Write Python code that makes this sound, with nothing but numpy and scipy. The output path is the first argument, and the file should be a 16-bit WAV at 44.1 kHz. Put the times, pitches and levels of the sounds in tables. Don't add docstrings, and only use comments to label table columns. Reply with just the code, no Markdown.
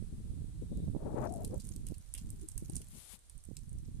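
import sys
import numpy as np
from scipy import signal
from scipy.fft import rfft, irfft
from scipy.io import wavfile

SR = 44100
rng = np.random.default_rng(int(sys.argv[2]) if len(sys.argv) > 2 else 0)


def master_out(mix):
    frames = np.transpose(np.atleast_2d(mix))
    ceiling = np.clip(frames, -1, 1)
    pcm = np.round(ceiling * 32767).astype(np.int16)
    wavfile.write(sys.argv[1], SR, pcm)


N = 176400
T = np.arange(N) / SR
FRAME_S = np.arange(N // 128 + 9) * 128 / SR
PORTS = ("left", "right")
TREBLE_LIMIT_HZ, FLUTTER_HZ = 14500, 35.3
WIND_REF_DB, OCTAVES_PER_DB = [-36, -34], 0.0651

# time_s, level_db
PRESSURE_LEFT = [(0.0, -51.5), (0.148, -44), (0.41, -48), (0.53, -47), (0.8, -37.5), (0.98, -44.5),
                 (1.2, -37), (1.44, -40), (1.65, -49), (1.78, -42.5), (2.1, -59), (2.33, -41.5),
                 (2.52, -52), (2.69, -46.5), (2.9, -53.5), (2.981, -47.5), (3.09, -59.5), (3.14, -51.5),
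                 (3.23, -66.5), (3.42, -64), (3.53, -71), (3.59, -57), (3.73, -46.5), (3.99, -47.5)]
PRESSURE_RIGHT = [(0.0, -35), (0.11, -42), (0.45, -36.5), (0.54, -43), (0.91, -33.5), (1.03, -40),
                  (1.23, -39), (1.34, -46), (1.45, -38), (1.78, -38.5), (1.88, -40.5), (2.06, -47.5),
                  (2.25, -41.5), (2.5, -50.5), (2.551, -40.5), (2.69, -45), (2.75, -39.5), (2.94, -53.5),
                  (3.09, -67), (3.27, -59.5), (3.35, -44.5), (3.43, -57), (3.48, -45), (3.99, -40.5)]


def amp(db):
    return 10 ** (np.asarray(db) / 20)


def unit(x):
    return x / np.sqrt(np.mean(x ** 2) + 1e-20)


def curve(table, t, column=1):
    table = np.array(table)
    return np.interp(t, table[:, 0], table[:, column])


def passing_gain(table, column=1):
    return amp(curve(table, T, column)) * (T > table[0][0]) * (T < table[-1][0])


def spectrum(table, hz):
    table_hz, db = np.transpose(table)
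    return amp(np.interp(np.log(hz + 1), np.log(table_hz + 1), db))


def sides(left_over_right_db):
    return amp(np.array([[left_over_right_db], [-left_over_right_db]]) / 2)


def add(mix, start_s, sound):
    part = mix[round(start_s * SR):][:len(sound)]
    part += sound[:len(part)]


def ring(x, colour):
    log_gain = np.log(spectrum(colour, abs(np.fft.fftfreq(2048, 1 / SR))))
    response = np.fft.ifft(np.exp(np.conj(signal.hilbert(log_gain)))).real[:1024]
    return signal.oaconvolve(x, response / np.linalg.norm(response))[:N]


def noise(colour):
    return unit(irfft(rfft(rng.standard_normal(N)) * spectrum(colour, np.fft.rfftfreq(N, 1 / SR)), N))


def wander(hz):
    return unit(irfft(rfft(rng.standard_normal(N)) / (1 + (np.fft.rfftfreq(N, 1 / SR) / hz) ** 4), N))


def whistle(hz, width_hz):
    carrier = np.exp(2j * np.pi * np.cumsum(hz * np.ones(N)) / SR)
    blur = wander(width_hz / 2) + 1j * wander(width_hz / 2)
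    return unit((carrier * blur).real)


def turbulence(shape):
    hz, white = np.fft.rfftfreq(N, 1 / SR), rfft(rng.standard_normal(N))
    out, power = np.zeros(N), 1e-20
    for centre in 16 * 2 ** (np.arange(17) / 2):
        half_octaves = np.clip(2 * np.log2((hz + 1e-3) / centre), -1, 1)
        band = irfft(white * np.cos(np.pi / 2 * half_octaves), N)
        gain = shape(centre)
        out += band * np.interp(T, FRAME_S, gain)
        power = power + gain ** 2 * centre * np.log(2) / SR
    return out / np.interp(T, FRAME_S, np.sqrt(power))


def open_air():
    # frequency_hz, gain_db
    colour = [(60,9),(300,-1),(1000,-6),(2800,-9),(3900,-5),(5200,-8.5),(7000,-6),(8700,0),(10500,-4),(12200,-14),(14500,-17.5)]
    # time_s, level_db
    loudness = [(0,-66),(.9,-67),(2,-67),(3.2,-67.5),(3.55,-69.5),(4,-68.5)]
    return np.array([noise(colour), noise(colour)]) * amp(curve(loudness, T))


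def far_chirp():
    # centre_s, width_s, pitch_hz, level_db
    calls = [(.79,.07,3700,-76)]
    out = np.zeros((2, N))
    for centre_s, width_s, hz, db in calls:
        tone = np.array([whistle(hz, width_hz=600) for _ in PORTS])
        out += tone * amp(db) * np.exp(-.5 * ((T - centre_s) / width_s) ** 2)
    return out


def brush():
    # frequency_hz, gain_db
    colour = [(150,-17),(700,-9.5),(1700,-13),(3600,-7),(5600,-10.5),(8000,-4),(10200,0),(12000,-8),(14500,-17)]
    # time_s, level_db
    swell = [(2.86,-71),(2.92,-60),(2.98,-52),(3.03,-53.5),(3.08,-53.5),(3.13,-47.5),(3.155,-52.5),(3.175,-67)]
    return np.array([noise(colour), amp(-28) * noise(colour)]) * passing_gain(swell)


def wind_rumble(port, pressure):
    # frequency_hz, gain_db
    colour_left = [(10,-8),(30,-4),(90,-2),(180,-5),(330,-12),(500,-24),(800,-44),(1500,-68),(4000,-95)]
    colour_right = [(10,1),(30,1.5),(90,-1),(180,-6),(300,-19.5),(500,-33),(800,-48.5),(1500,-76),(4000,-93)]
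    # centre_s, strength, width_s, port
    buffets = [(.128,5,.008,"left"),(.43,3,.012,"left"),(.612,2,.012,"left"),(.718,2.5,.012,"left"),(1.853,7,.008,"left"),(2.701,13,.016,"left"),(2.822,13,.02,"left"),(2.955,13,.016,"left"),
               (.26,4,.03,"right"),(.38,4,.01,"right"),(.959,9,.012,"right"),(1.145,8,.0086,"right"),(1.215,10,.012,"right"),(1.54,4.5,.035,"right"),(1.71,4.5,.02,"right"),(1.915,7,.01,"right"),
               (2.22,4,.02,"right"),(2.625,7,.01,"right"),(2.765,5.5,.014,"right"),(3.51,7,.018,"right")]
    colour = (colour_left, colour_right)[port]
    flutter = np.interp(FRAME_S, T, wander(FLUTTER_HZ))
    push = sum(strength * np.exp(-.5 * ((FRAME_S - centre_s) / width_s) ** 2)
               for centre_s, strength, width_s, side in buffets if side == PORTS[port])
    db = curve(pressure, FRAME_S)
    octaves = OCTAVES_PER_DB * (db - WIND_REF_DB[port]) + 0.1 * push + 0.21 * flutter
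    shift = np.minimum(2 ** octaves, 1.7)
    trim_db, flutter_db = (-4.5, -4)[port], 3
    gain = amp(db + trim_db + 0.42 * push + flutter_db * flutter)
    return turbulence(lambda hz: spectrum(colour, hz / shift)) * np.interp(T, FRAME_S, gain)


def eddy(centre_s, width_s):
    u = (T - centre_s) / width_s
    return (1 - u ** 2) / (1 + u ** 2) ** 2


def eddy_pops(port, pressure):
    # centre_s, peak_db, width_s, port
    strong = [(.026,-28,0.0015,"right"),(0.128,-30.5,0.0019,"left"),(.444,-28,0.0021,"right"),(.718,-27,0.0014,"left"),(.803,-28,0.0015,"right"),(.9,-23.5,0.0022,"right"),
              (.95,-25,0.00087,"right"),(.965,-27.5,0.00083,"right"),(1.144,-21.5,0.0013,"right"),(1.219,-31,0.0018,"right"),(1.539,-40,0.00066,"right"),(1.922,-25.5,0.0013,"right"),
              (2.561,-27.5,0.0053,"right"),(2.625,-28,.0016,"right"),(2.699,-28.5,0.0012,"left"),(3.489,-32.5,.0016,"right"),(3.512,-36.5,0.0011,"right"),(3.516,-31.5,0.0014,"right")]
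    eddies_per_s, typical_width_s = 22, .0017
    out = sum(amp(db) * eddy(centre_s, width_s)
              for centre_s, db, width_s, side in strong if side == PORTS[port])
    for when, size, spread in rng.random((round(eddies_per_s * N / SR), 3)):
        centre_s = when * N / SR
        db = curve(pressure, centre_s)
        width_s = typical_width_s * 2 ** (spread - .5 - OCTAVES_PER_DB * (db - WIND_REF_DB[port]))
        out += 2 * size * amp(db - 1) * eddy(centre_s, width_s)
    return out


def gust():
    # time_s, level_db, corner_hz
    rush = [(.93,-72,450),(1.0,-50.5,596),(1.05,-43,570),(1.14,-43,557),(1.195,-33.5,735),(1.215,-37,730),(1.24,-37,880),(1.27,-37,720),(1.29,-52.5,503),(1.42,-48.5,540),(1.49,-56,375),(1.54,-43.5,510),(1.58,-54,464),(1.61,-100,407)]
    # time_s, pitch_hz, level_db
    howl_paths = [
        [(1.2,620,-65),(1.26,660,-41),(1.30,690,-47.5),(1.345,720,-43.5),(1.385,610,-45),(1.42,680,-47),(1.49,520,-68),(1.515,440,-49),(1.55,540,-49),(1.6,480,-76)],
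        [(2.24,300,-79),(2.33,330,-64.5),(2.40,360,-63.5),(2.44,350,-48.5),(2.49,300,-76)],
    ]
    low_cut_hz, corner_hz = 209, curve(rush, FRAME_S, column=2)
    roar = turbulence(lambda hz: hz / np.hypot(hz, low_cut_hz) / np.hypot(1, (hz / corner_hz) ** 3.62))
    howls = sum(whistle(curve(path, T), width_hz=130) * passing_gain(path, column=2)
                for path in howl_paths)
    flutter = amp(2 * wander(FLUTTER_HZ))
    return roar * passing_gain(rush) * flutter + howls


def reflections(dry):
    scatter, open_tail = (0.012, -6), (0.17, -9)  # t60_s, level_db
    t, out = T[:SR // 3], dry.copy()
    for t60_s, db in (scatter, open_tail):
        tail = rng.standard_normal((2, len(t))) * np.exp(-np.log(1000) * t / t60_s) * (t > .001)
        out += amp(db) * signal.fftconvolve(dry, tail / np.linalg.norm(tail[0]), axes=1)[:, :N]
    return out


def grit_crackle():
    # time_s, level_db
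    loudness = [(0,-90),(1.1,-80),(1.2,-67),(1.35,-65),(1.5,-68),(1.65,-62),(1.8,-70),(2.05,-72),(2.2,-66.5),(2.85,-65.5),(3.2,-78),(3.45,-73),(3.7,-76),(4,-78)]
    centre_hz, spread_octaves, decay_cycles, grains_per_s = 9000, .35, 2.2, 260
    out, t = np.zeros((2, N)), T[:256]
    for deviation in np.linspace(-2, 2, num=24):
        hz = min(centre_hz * 2 ** (spread_octaves * deviation), TREBLE_LIMIT_HZ)
        rate = grains_per_s * np.exp(-deviation ** 2 / 2) / 14
        strength = amp(3 * np.minimum(rng.exponential(1, N), 3))
        hits = strength * (rng.random(N) < rate / SR)
        for port in range(2):
            grain = np.sin(2 * np.pi * (hz * t + rng.random())) * np.exp(-hz * t / decay_cycles)
            out[port] += signal.oaconvolve(hits, grain)[:N]
    clumps = amp(2.5 * wander(hz=22))
    return sides(-3) * unit(out * clumps) * amp(curve(loudness, T))


def slips():
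    # start_s, level_db, decay_s, cardboard_db
    bursts = [(1.447,-43.5,0.0043,-39),(1.599,-49,0.012,-32),(1.69,-63,0.0011,-12),(1.762,-42.5,0.0024,-22),(1.866,-52,0.015,4.5),(1.942,-53,0.0082,1),(2.147,-50.5,0.015,11),(2.177,-46.5,0.012,3.5),(2.697,-49,0.0036,-3),(2.764,-53,0.013,-23),(2.816,-47.5,0.0046,5),(3.297,-46,0.0023,-17),(3.568,-42,0.0033,-7)]
    # frequency_hz, gain_db
    grain_colour = [(300,-26),(1500,-26.5),(3000,-9),(4200,1),(7000,-1.5),(8600,5.5),(10500,-6.5),(14500,-11)]
    cardboard_colour = [(300,2),(1200,-18),(1900,-4.5),(3200,9.5),(4500,-2.5),(8000,-24),(15000,-30)]
    grains_per_s = 2600
    streams = rng.standard_normal((3, N)) * (rng.random(N) < grains_per_s / SR)
    grains = unit(streams[:2] + streams[2])
    grain_gain, cardboard_gain = np.zeros(N), np.zeros(N)
    for start_s, db, decay_s, cardboard_db in bursts:
        fade = amp(db - 2.5) * np.exp(-T[:SR // 8] / decay_s)
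        add(grain_gain, start_s, fade)
        add(cardboard_gain, start_s, fade * amp(cardboard_db - 11))
    scrape = np.array([ring(side * grain_gain, grain_colour) for side in grains])
    cardboard = np.array([ring(side * cardboard_gain, cardboard_colour) for side in grains])
    return sides(-2.5) * (scrape + cardboard)


def ticks():
    # start_s, level_db, left_over_right_db
    contacts = [(0.7716, -41, 8), (1.3226, -38, -6), (1.3376, -34.5, 1), (1.3585, -38, -2),
                (1.4467, -26.5, -1), (1.4752, -35.5, -3), (1.5415, -39, -8), (1.5783, -39, -6),
                (1.5993, -41, -11), (1.6194, -40, -6.5), (1.6415, -38, -7.0), (1.6512, -37, -8),
                (1.669, -36, -5), (1.6885, -30.5, -10), (1.761, -32.5, -12), (1.8669, -33, -3),
                (1.8845, -33.5, 5), (1.9806, -39.5, -2.0), (2.1378, -22.5, -6.5), (2.149, -29.5, -6.0),
                (2.1768, -31, -2), (2.3023, -30.5, -7), (2.4114, -37.5, -9), (2.4264, -41, -5.0),
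                (2.4858, -28, -10.5), (2.5159, -35, -4), (2.577, -22, -5), (2.5935, -38, -3.0),
                (2.6965, -34, -14), (2.7548, -24.5, -6), (2.7643, -21.5, -7), (2.7794, -38, -6),
                (2.816, -34, -2), (2.8838, -43, 5), (3.1896, -46, -10), (3.2958, -36.5, -2),
                (3.3772, -43, -16), (3.4372, -41, -12), (3.4511, -41, -12.5), (3.588, -44, -11),
                (3.692, -41, -7), (3.7285, -45, -13), (3.7844, -44, -8)]
    # frequency_hz, gain_db
    colour_left = [(300,-35),(1500,-22),(3200,-18.5),(5000,-15),(6600,-14.5),(8500,-10),(10200,2.5),(12000,-8),(15000,-16.5)]
    colour_right = [(300,-68),(1500,-48),(3200,-28.5),(5000,-33),(6600,-15.5),(7500,-14),(8600,-1),(9600,-11),(12000,-26.5),(15000,-25.5)]
    delay_s, left_lag_s, decay_s = .0016, .0001, .0005
    typical_gap_s, rebound_db = .0014, -7
    out, t = np.zeros((2, N)), T[:200]
    fade = np.exp(-t / decay_s)
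    for start_s, db, pan_db in contacts:
        snap_noise, rebound_noise, jitter = rng.standard_normal((3, len(t)))
        snap = (t == 0) + .2 * snap_noise * fade
        snap /= np.linalg.norm(snap)
        rebound = rebound_noise * fade
        rebound *= amp(rebound_db) / np.linalg.norm(rebound)
        gap_s = typical_gap_s * np.exp(0.41 * jitter[0])
        for port, gain in enumerate(amp(db + 5.5) * sides(pan_db)):
            arrival_s = start_s + delay_s + left_lag_s * (1 - port)
            add(out[port], arrival_s, gain * snap)
            add(out[port], arrival_s + gap_s, gain * rebound)
    return np.array([ring(out[0], colour_left), ring(out[1], colour_right)])


def scene():
    wind_left = wind_rumble(0, PRESSURE_LEFT) + eddy_pops(0, PRESSURE_LEFT) + gust()
    wind_right = wind_rumble(1, PRESSURE_RIGHT) + eddy_pops(1, PRESSURE_RIGHT)
    handling = reflections(ticks() + slips() + grit_crackle())
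    return handling + np.array([wind_left, wind_right]) + open_air() + brush() + far_chirp()


def record(dry):
    lowpass = signal.firwin(161, TREBLE_LIMIT_HZ, window=("kaiser", 8), fs=SR)
    return signal.oaconvolve(dry, lowpass[None], "same")


dry = scene()
out = record(dry)
master_out(out)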